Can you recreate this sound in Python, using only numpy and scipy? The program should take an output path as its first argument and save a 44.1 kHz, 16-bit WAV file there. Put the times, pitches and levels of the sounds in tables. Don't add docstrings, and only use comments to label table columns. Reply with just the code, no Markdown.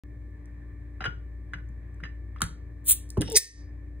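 import sys
import numpy as np
from scipy import signal
from scipy.fft import rfft, irfft, next_fast_len
from scipy.io import wavfile
from scipy.ndimage import map_coordinates

SR = 44100
rng = np.random.default_rng(int(sys.argv[2]) if len(sys.argv) > 2 else 0)


def ratio(d):
    e = np.asarray(d, float) / 20
    return 10 ** e


def pcm_store(signal):
    levels = np.round(np.clip(np.atleast_2d(signal), -1, 1) * 32767)
    wavfile.write(sys.argv[1], SR, levels.astype(np.int16).T)


N = 176400


def unit(x):
    return x / np.sqrt(np.mean(x ** 2) + 1e-20)


def along(points, hz):
    f, v = np.transpose(points)
    return np.interp(np.log(hz + 1), np.log(f + 1), v)


def envelope(rows):
    s, db = np.transpose(rows)
    return ratio(np.interp(np.arange(N) / SR, s, db, -200, -200))


def wobble(rate):
    knots = rng.standard_normal(int(N * rate / SR) + 4)
    return map_coordinates(knots, [np.arange(N) * rate / SR])


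def filtered(x, response):
    m = next_fast_len(N + 8192)
    hz = np.fft.rfftfreq(m, 1 / SR)
    return irfft(rfft(x, m) * response(hz), m)[..., :N]


def noise(points, channels=1):
    shut = [(points[0][0] / 2, -120)] + list(points) + [(points[-1][0] * 2, -120)]
    white = rng.standard_normal((channels, N))
    return unit(filtered(white, lambda hz: ratio(along(shut, hz))))


def ring(modes, attack_s, scatter_db, fuzz=0, count=SR // 3):
    t = np.arange(count) / SR
    out = np.zeros(count)
    for hz, db, t60 in modes:
        fall = ratio(db + scatter_db * rng.standard_normal() - 60 * t / t60)
        knot = np.minimum(t * 150, 95)
        blur = fuzz * map_coordinates(rng.standard_normal(99), [knot], order=1)
        out += fall * np.sin(2 * np.pi * hz * t + blur)
    return out * (1 - np.exp(-t / attack_s))


def add(out, s, x):
    part = out[round(s * SR):][:len(x)]
    part += x[:len(part)]


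# start in seconds, peak in dB, main ring in Hz, ring t60 in seconds, brightness in dB.
GLASS_TAPS = [
    (1.006, -22, 1384, 0.036, -33),
    (1.020, -23, 1424, 0.043, -39),
    (1.0409, -15, 1630, 0.017, -25),
    (1.0537, -15.5, 1437, 0.17, -23.5),
    (1.0605, -24.5, 2950, 0.038, -24),
    (1.5348, -20.5, 1505, 0.054, -24),
    (2.0363, -23.5, 1890, 0.03, -25.5),
    (2.052, -30.5, 1776, 0.16, -28),
    (2.3836, -45.5, 3100, .015, -16),
    (3.217, -20, 2940, 0.018, 2),
]
# start in seconds, peak in dB, main ring in Hz,
# ring t60 in seconds, brightness in dB.
SOFT_NUDGES = [(1.009, -30, 750, 0.078, -30), (1.5849, -38, 1498, 0.13, -28),
               (2.0025, -36, 1300, 0.01, -22), (2.0325, -33, 1700, .015, -25),
               (2.3616, -32.5, 1150, 0.015, -33), (2.3607, -40, 1900, 0.011, -32.5),
               (2.4062, -24.5, 1192, 0.025, -6.5), (2.4177, -10, 1270, 0.018, 2.5),
               (2.4181, -17.5, 2880, 0.018, -2.5), (2.431, -31.5, 1300, .02, 2),
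               (2.438, -31.5, 1500, 0.021, 8.5), (3.1706, -23.5, 950, 0.015, -22),
               (3.2088, -26.5, 3600, 0.017, -13)]
# mode in Hz, level in dB, t60 in seconds.
IRON_MODES = [(1120, -21.5, 0.028), (1726, -14.5, 0.055), (1995, -13, .05), (2800, -22.5, 0.08),
              (2944, -15.5, 0.054), (3310, -21, 0.031), (3907, -24.5, 0.049), (5007, -19, 0.07),
              (6370, -25.5, 0.04)]
# frequency in Hz, density in dB per Hz.
CRACK_COLOUR = [(1000, -24), (1600, -12.5), (4000, -1), (6800, -3.5), (10000, 3.5), (16000, -17)]
# frequency in Hz, density in dB per Hz.
WOOD_COLOUR = [(150, -4), (400, 1.5), (900, -3.5), (1500, 8.5), (3000, -7.5), (4200, -21.5), (6000, -15.5)]


def taps():
    out = np.zeros(N)
    crack, wood = noise(CRACK_COLOUR)[0], noise(WOOD_COLOUR)[0]
    hits = [(*row, 0) for row in GLASS_TAPS] + [(*row, -10.5) for row in SOFT_NUDGES]
    for s, db, hz, t60, bright_db, iron_db in hits:
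        glass = ring([(hz, -4, t60), (hz * 1.085, 0, .018)], .0006, 0, fuzz=0.5)
        iron = ratio(iron_db) * ring(IRON_MODES, 0.0013, 3.27, fuzz=1.2)
        t = np.arange(len(glass)) / SR
        here = slice(round(s * SR), round(s * SR) + len(glass))
        knock = ratio(-12 + iron_db / 2 - 60 * t / 0.072) * wood[here]
        knock += ratio(bright_db - 60 * t / 0.014) * crack[here]
        add(out, s, ratio(db - 4.5) * (glass + iron + knock * (1 - np.exp(-t / 0.00077))))
    return out


# mode in Hz, level in dB, free t60 in seconds.
CAP_MODES = [(1960, -11, 0.098), (2674, -11.5, 0.066), (3990, -8, 0.029), (4995, -0.5, 0.07),
             (5400, 0, 0.071), (6020, -1, 0.093), (6584, -1.5, 0.062), (7600, -2, 0.033),
             (8240, -1.5, 0.054), (9200, 0, 0.077), (10250, -5.5, .06), (11510, -8.5, 0.046),
             (13460, -9.5, 0.079), (14900, -3.5, 0.088)]
# frequency in Hz, density in dB per Hz.
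GRIT_COLOUR = [(3500, -14), (5000, 0), (7000, -2.5), (10000, -1), (14500, -5)]


def strike_cap(hits, fall_db, damp, grit_db):
    out, grit = np.zeros(N), noise(GRIT_COLOUR)[0]
    for s, db, top_hz in hits:
        modes = [(hz, g - fall_db * abs(np.log2(hz / top_hz)), t60 * damp) for hz, g, t60 in CAP_MODES]
        x = ring(modes, 0.00015, 5.1, fuzz=0.91, count=SR // 12)
        t = np.arange(len(x)) / SR
        x = x + ratio(grit_db - 60 * t / 0.017) * grit[round(s * SR):][:len(x)]
        add(out, s, ratio(db - 2) * x)
    return out


# start in seconds, peak in dB, strongest region in Hz.
CAP_TICKS = [(.457, -51, 7600), (1.689, -57.5, 6960), (1.944, -59.5, 8300), (3.0913, -40, 9900),
             (3.1033, -27, 9300), (3.174, -46.5, 7000), (3.177, -40, 10000), (3.210, -24.5, 9450),
             (3.217, -20, 9500), (3.267, -46, 3800), (3.2998, -29.5, 9000), (3.2999, -34, 14900),
             (3.3195, -23, 9040), (3.3196, -35, 14900), (3.327, -26.5, 9000), (3.3272, -30, 14900)]


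def cap_ticks():
    return strike_cap(CAP_TICKS, fall_db=18.5, damp=0.13, grit_db=-9)


# time in seconds, flow in dB.
GAS_FLOW = [
    (2.843, -62),
    (2.847, -57.5),
    (2.862, -42.5),
    (2.88, -26.5),
    (2.895, -19),
    (2.91, -18.5),
    (2.93, -23.5),
    (2.95, -45),
    (2.96, -61.5),
]
# frequency in Hz, density in dB per Hz.
JET_COLOUR = [(600, -36.5), (1500, -33.5), (3300, -17), (5000, -20.5), (7000, -11), (9500, -2),
              (12500, -1.5), (15500, -5)]


def gas():
    spit_db = 2 * wobble(400) + 1.4 * wobble(90)
    return ratio(3.5 + spit_db) * noise(JET_COLOUR)[0] * envelope(GAS_FLOW)


# start in seconds, level in dB, pitch in Hz, t60 in seconds.
BOARD_THUMPS = [(1.066, -20.5, 110.6, 0.079), (1.545, -32, 150, 0.094), (2.028, -27.5, 148, 0.0825),
                (2.42, -23, 171.3, 0.085), (2.427, -24.5, 104.9, 0.179), (1.078, -13, 139, 0.025),
                (3.173, -11.5, 380, 0.055), (3.18, -7, 114.3, 0.079), (3.186, -17, 230, .04),
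                (3.194, -14, 164.3, 0.058), (3.176, -35, 830, 0.078), (3.28, -35.5, 870, .06),
                (3.285, -36, 510, .06), (1.7, -30.5, 120, .06), (1.005, -29, 120, 0.063),
                (3.204, -14, 292.4, 0.092), (3.212, -21, 413, 0.065), (3.257, -24.5, 90, 0.072),
                (3.286, -28, 472.6, 0.072)]


def board():
    out = np.zeros(N)
    for s, db, hz, t60 in BOARD_THUMPS:
        modes = [(hz, 0, t60), (hz * 1.6, -9, t60 / 2)]
        add(out, s, ratio(db) * ring(modes, 0.0043, 0, fuzz=1.0))
    return out


# time in seconds, level in dB.
NECK_LEVEL = [(3.315, -32.5), (3.33, -29), (3.345, -24), (3.356, -21), (3.37, -67), (3.4, -58.5)]


def neck():
    since = np.clip(np.arange(N) / SR - NECK_LEVEL[0][0], 0, .04)
    hz = (472 - 1100 * since) * (1 + 0.011 * wobble(40))
    phase = 2 * np.pi * np.cumsum(hz) / SR
    return envelope(NECK_LEVEL) * (np.sin(phase) + ratio(-18) * np.sin(2 * phase))


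# time in seconds, level in dB.
FINE_CHATTER = [
    (3.344, -48),
    (3.354, -27),
    (3.361, -16),
    (3.372, -14),
    (3.384, -28),
    (3.395, -43),
]
# time in seconds, level in dB.
SCRAPE_LEVEL = [(3.205, -54), (3.245, -53), (3.262, -49.5), (3.285, -45), (3.291, -56), (3.3, -51.5),
                (3.345, -48)]
# mode in Hz, level in dB, t60 in seconds.
RIM_MODES = [(2900, -1.5, 0.0058), (3700, -3.5, .008), (4400, -7.5, 0.0037), (5520, -2, .02),
             (8600, -10, .005)]
# start in seconds, peak in dB, strongest region in Hz.
MAGNET_BLOWS = [(3.3462, -32.5, 5275), (3.3497, -26, 5400), (3.354, -28, 4900), (3.3555, -20.5, 5300),
                (3.357, -16.5, 5050), (3.3603, -7, 5220), (3.3624, -14.5, 5400), (3.3639, -8.5, 5230),
                (3.3643, -12.5, 9200), (3.3665, -2, 8100), (3.3681, -6, 9250), (3.3701, -6, 9280),
                (3.3703, -9.5, 5570), (3.3717, -7.5, 14900), (3.3738, -5, 9200), (3.374, -7.5, 5900),
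                (3.3753, -7, 9200), (3.3767, -11, 14900), (3.378, -9, 6900), (3.3797, -12, 4800),
                (3.3812, -13, 6200), (3.384, -19, 5900), (3.3857, -22.5, 6450)]
# mode in Hz, level in dB, t60 in seconds.
SETTLED_MODES = [(1820, -26, 0.32), (1966, -19.5, .06), (9200, -32, 0.25)]


def rattle():
    contact = rng.random(N) < 1500 / SR
    blows = contact * ratio(4 * rng.standard_normal(N))
    blows = unit(blows * np.sign(rng.standard_normal(N)))
    short = [(hz, g, t60 * .14) for hz, g, t60 in CAP_MODES]
    low = ring(short[:5], .0001, 0, fuzz=0.99, count=SR // 12)
    high = ring(short[5:], .0001, 0, fuzz=0.99, count=SR // 12)
    early_level = envelope(FINE_CHATTER)
    late_level = np.roll(early_level, round(.007 * SR))
    fine = signal.fftconvolve(blows * np.array([early_level, late_level]), [low, high], axes=1)
    out = fine.sum(0)[:N] / np.linalg.norm(low + high)
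    add(out, 3.365, ring(SETTLED_MODES, .004, 0, fuzz=.35))
    rim = ring(RIM_MODES, .0001, 0, fuzz=0.99, count=SR // 12)
    rubbing = blows * envelope(SCRAPE_LEVEL) * ratio(4 * wobble(160))
    scrape = signal.fftconvolve(rubbing, rim)[:N] / np.linalg.norm(rim)
    return out + scrape + ratio(-1.5) * strike_cap(MAGNET_BLOWS, fall_db=19, damp=.17, grit_db=-12.5)


# frequency in Hz, side level in dB.
WALL_COLOUR = [(130, -13), (300, -21), (550, -9), (900, -6), (4000, -5), (4700, -22.5), (16000, -17)]


def early(x):
    t = np.arange(SR // 20) / SR
    tail = rng.standard_normal(SR // 20) * ratio(-60 * t / 0.056)
    answer = signal.fftconvolve(x, tail / np.linalg.norm(tail))[:N]
    side = filtered(answer, lambda hz: ratio(along(WALL_COLOUR, hz)))
    return np.array([side, -side])


# frequency in Hz, t60 in seconds.
ROOM_DECAY = [(200, 0.41), (1500, 0.27), (5000, 0.32), (10000, 0.2), (16000, 0.15)]
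# frequency in Hz, side share from 0 to 1.
ROOM_WIDTH = [(200, .3), (600, .9), (3600, .8), (4400, .06)]


def room(x):
    hz, t, z = signal.stft(rng.standard_normal((2, SR // 2)), SR, nperseg=256)
    decay = ratio(-60 * t / along(ROOM_DECAY, hz)[:, None])
    tail = signal.istft(z * decay, SR, nperseg=256)[1]
    delayed = np.pad(x, (200, 0))[None]
    mid, side = signal.fftconvolve(delayed, tail / np.linalg.norm(tail[0]), axes=1)[:, :N]
    side = filtered(side, lambda hz: along(ROOM_WIDTH, hz))
    return np.array([mid + side, mid - side])


# multiple of the motor speed, level in dB rms.
LOW_HUM = [(1, -39), (2, -56), (3, -62.5), (4, -69), (5, -56.5), (10, -73)]
# multiple of the motor speed, level in dB rms.
HIGH_WHINE = [(18, -81), (20, -78), (29, -86), (30, -70), (31, -76), (34, -88.5), (37, -80), (40, -82)]
# frequency in Hz, density in dB per Hz.
RUMBLE_COLOUR = [(35, -16.5), (60, -8.5), (92, 0.5), (130, -14), (200, -24.5), (350, -18), (500, -28),
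                 (800, -38)]
# frequency in Hz, density in dB per Hz.
CASING_COLOUR = [(600, -3), (1100, 0.5), (1400, -8.5), (1790, 9), (2100, -3.5), (2350, -1), (2800, -20.5),
                 (4000, -24)]
# frequency in Hz, density in dB per Hz.
AIR_COLOUR = [(3000, -4), (5000, 0.5), (9000, -4.5), (12000, -5.5), (16000, -5.5)]
# frequency in Hz, left-right likeness up to 1.
LIKENESS = [(60, 0.94), (130, 1), (290, 0.89), (640, 0.21), (1800, 0.12), (3500, 0.72)]
# frequency in Hz, left over right in dB.
LEFT_LEAN = [(60, 2.6), (150, 1.5), (300, -2), (600, -3), (1000, 0)]


def motor_orders(rows, phase, flutter_db, rate):
    out = np.zeros(N)
    for k, db in rows:
        start = rng.uniform(0, 2 * np.pi) * (k > 1) - 2.3
        out += np.sqrt(2) * ratio(db + flutter_db * wobble(rate)) * np.sin(k * phase + start)
    return out


def fridge():
    phase = 2 * np.pi * np.cumsum(58.48 * (1 + 0.00074 * wobble(1.96))) / SR
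    hum = motor_orders(LOW_HUM, phase, 1.97, 5.325) + motor_orders(HIGH_WHINE, phase, 2.5, 27)
    pair = ratio(-47.5 + 0.5 * wobble(6.2)) * noise(RUMBLE_COLOUR, channels=2)
    pair += ratio(-66 + 1.5 * wobble(4) + 1.0 * wobble(27)) * noise(CASING_COLOUR, channels=2)
    pair += ratio(-81) * noise(AIR_COLOUR, channels=2)

    def mid_side(hz):
        angle = np.arccos(np.clip(along(LIKENESS, hz), -1, 1)) / 2
        return np.array([np.cos(angle), np.sin(angle)])

    mid, side = filtered(pair, mid_side)
    stereo = np.array([hum + mid + side, hum + mid - side])
    return filtered(stereo, lambda hz: ratio(np.outer([.5, -.5], along(LEFT_LEAN, hz))))


def turned(x, lead):
    return filtered(x, lambda hz: np.exp(1j * np.outer([.5, -.5], np.interp(hz, *np.transpose(lead)))))


# frequency in Hz, left lead in radians.
MAGNET_LEAD = [(3900, .6), (4750, 1.3), (5600, .5), (6500, .3), (7500, 0)]


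def scene():
    mix = fridge()
    for x in [taps(), cap_ticks(), board() + neck(), gas()]:
        mix = mix + x + early(x) + ratio(-13) * room(x)
    clack = rattle()
    return mix + turned(clack + early(clack) + ratio(-2) * room(clack), MAGNET_LEAD)


def top_cut(x):
    return signal.sosfilt(signal.butter(12, 16980, fs=SR, output="sos"), x)


# frequency in Hz, left lead in radians.
CHANNEL_LEAD = [(500, 0), (1350, -.9), (2800, .7), (3900, -.9), (4750, -2.9), (5500, -3), (8500, 0),
                (16000, 6.15)]
# time in seconds, gain in dB.
GAIN_DUCK = [
    (3.372, -1.5),
    (3.394, -16.5),
    (3.5, -15.5),
    (3.555, -10.5),
    (3.6, -2.5),
    (3.9, -2),
]


def record(dry):
    x = filtered(turned(dry, CHANNEL_LEAD), lambda hz: np.clip((16000 - hz) / 300, 0, 1))
    t = np.arange(N) / SR
    x = x * ratio(np.interp(t, *np.transpose(GAIN_DUCK)))
    return top_cut(x * (t > .0363))


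dry = scene()
out = record(dry)
pcm_store(out)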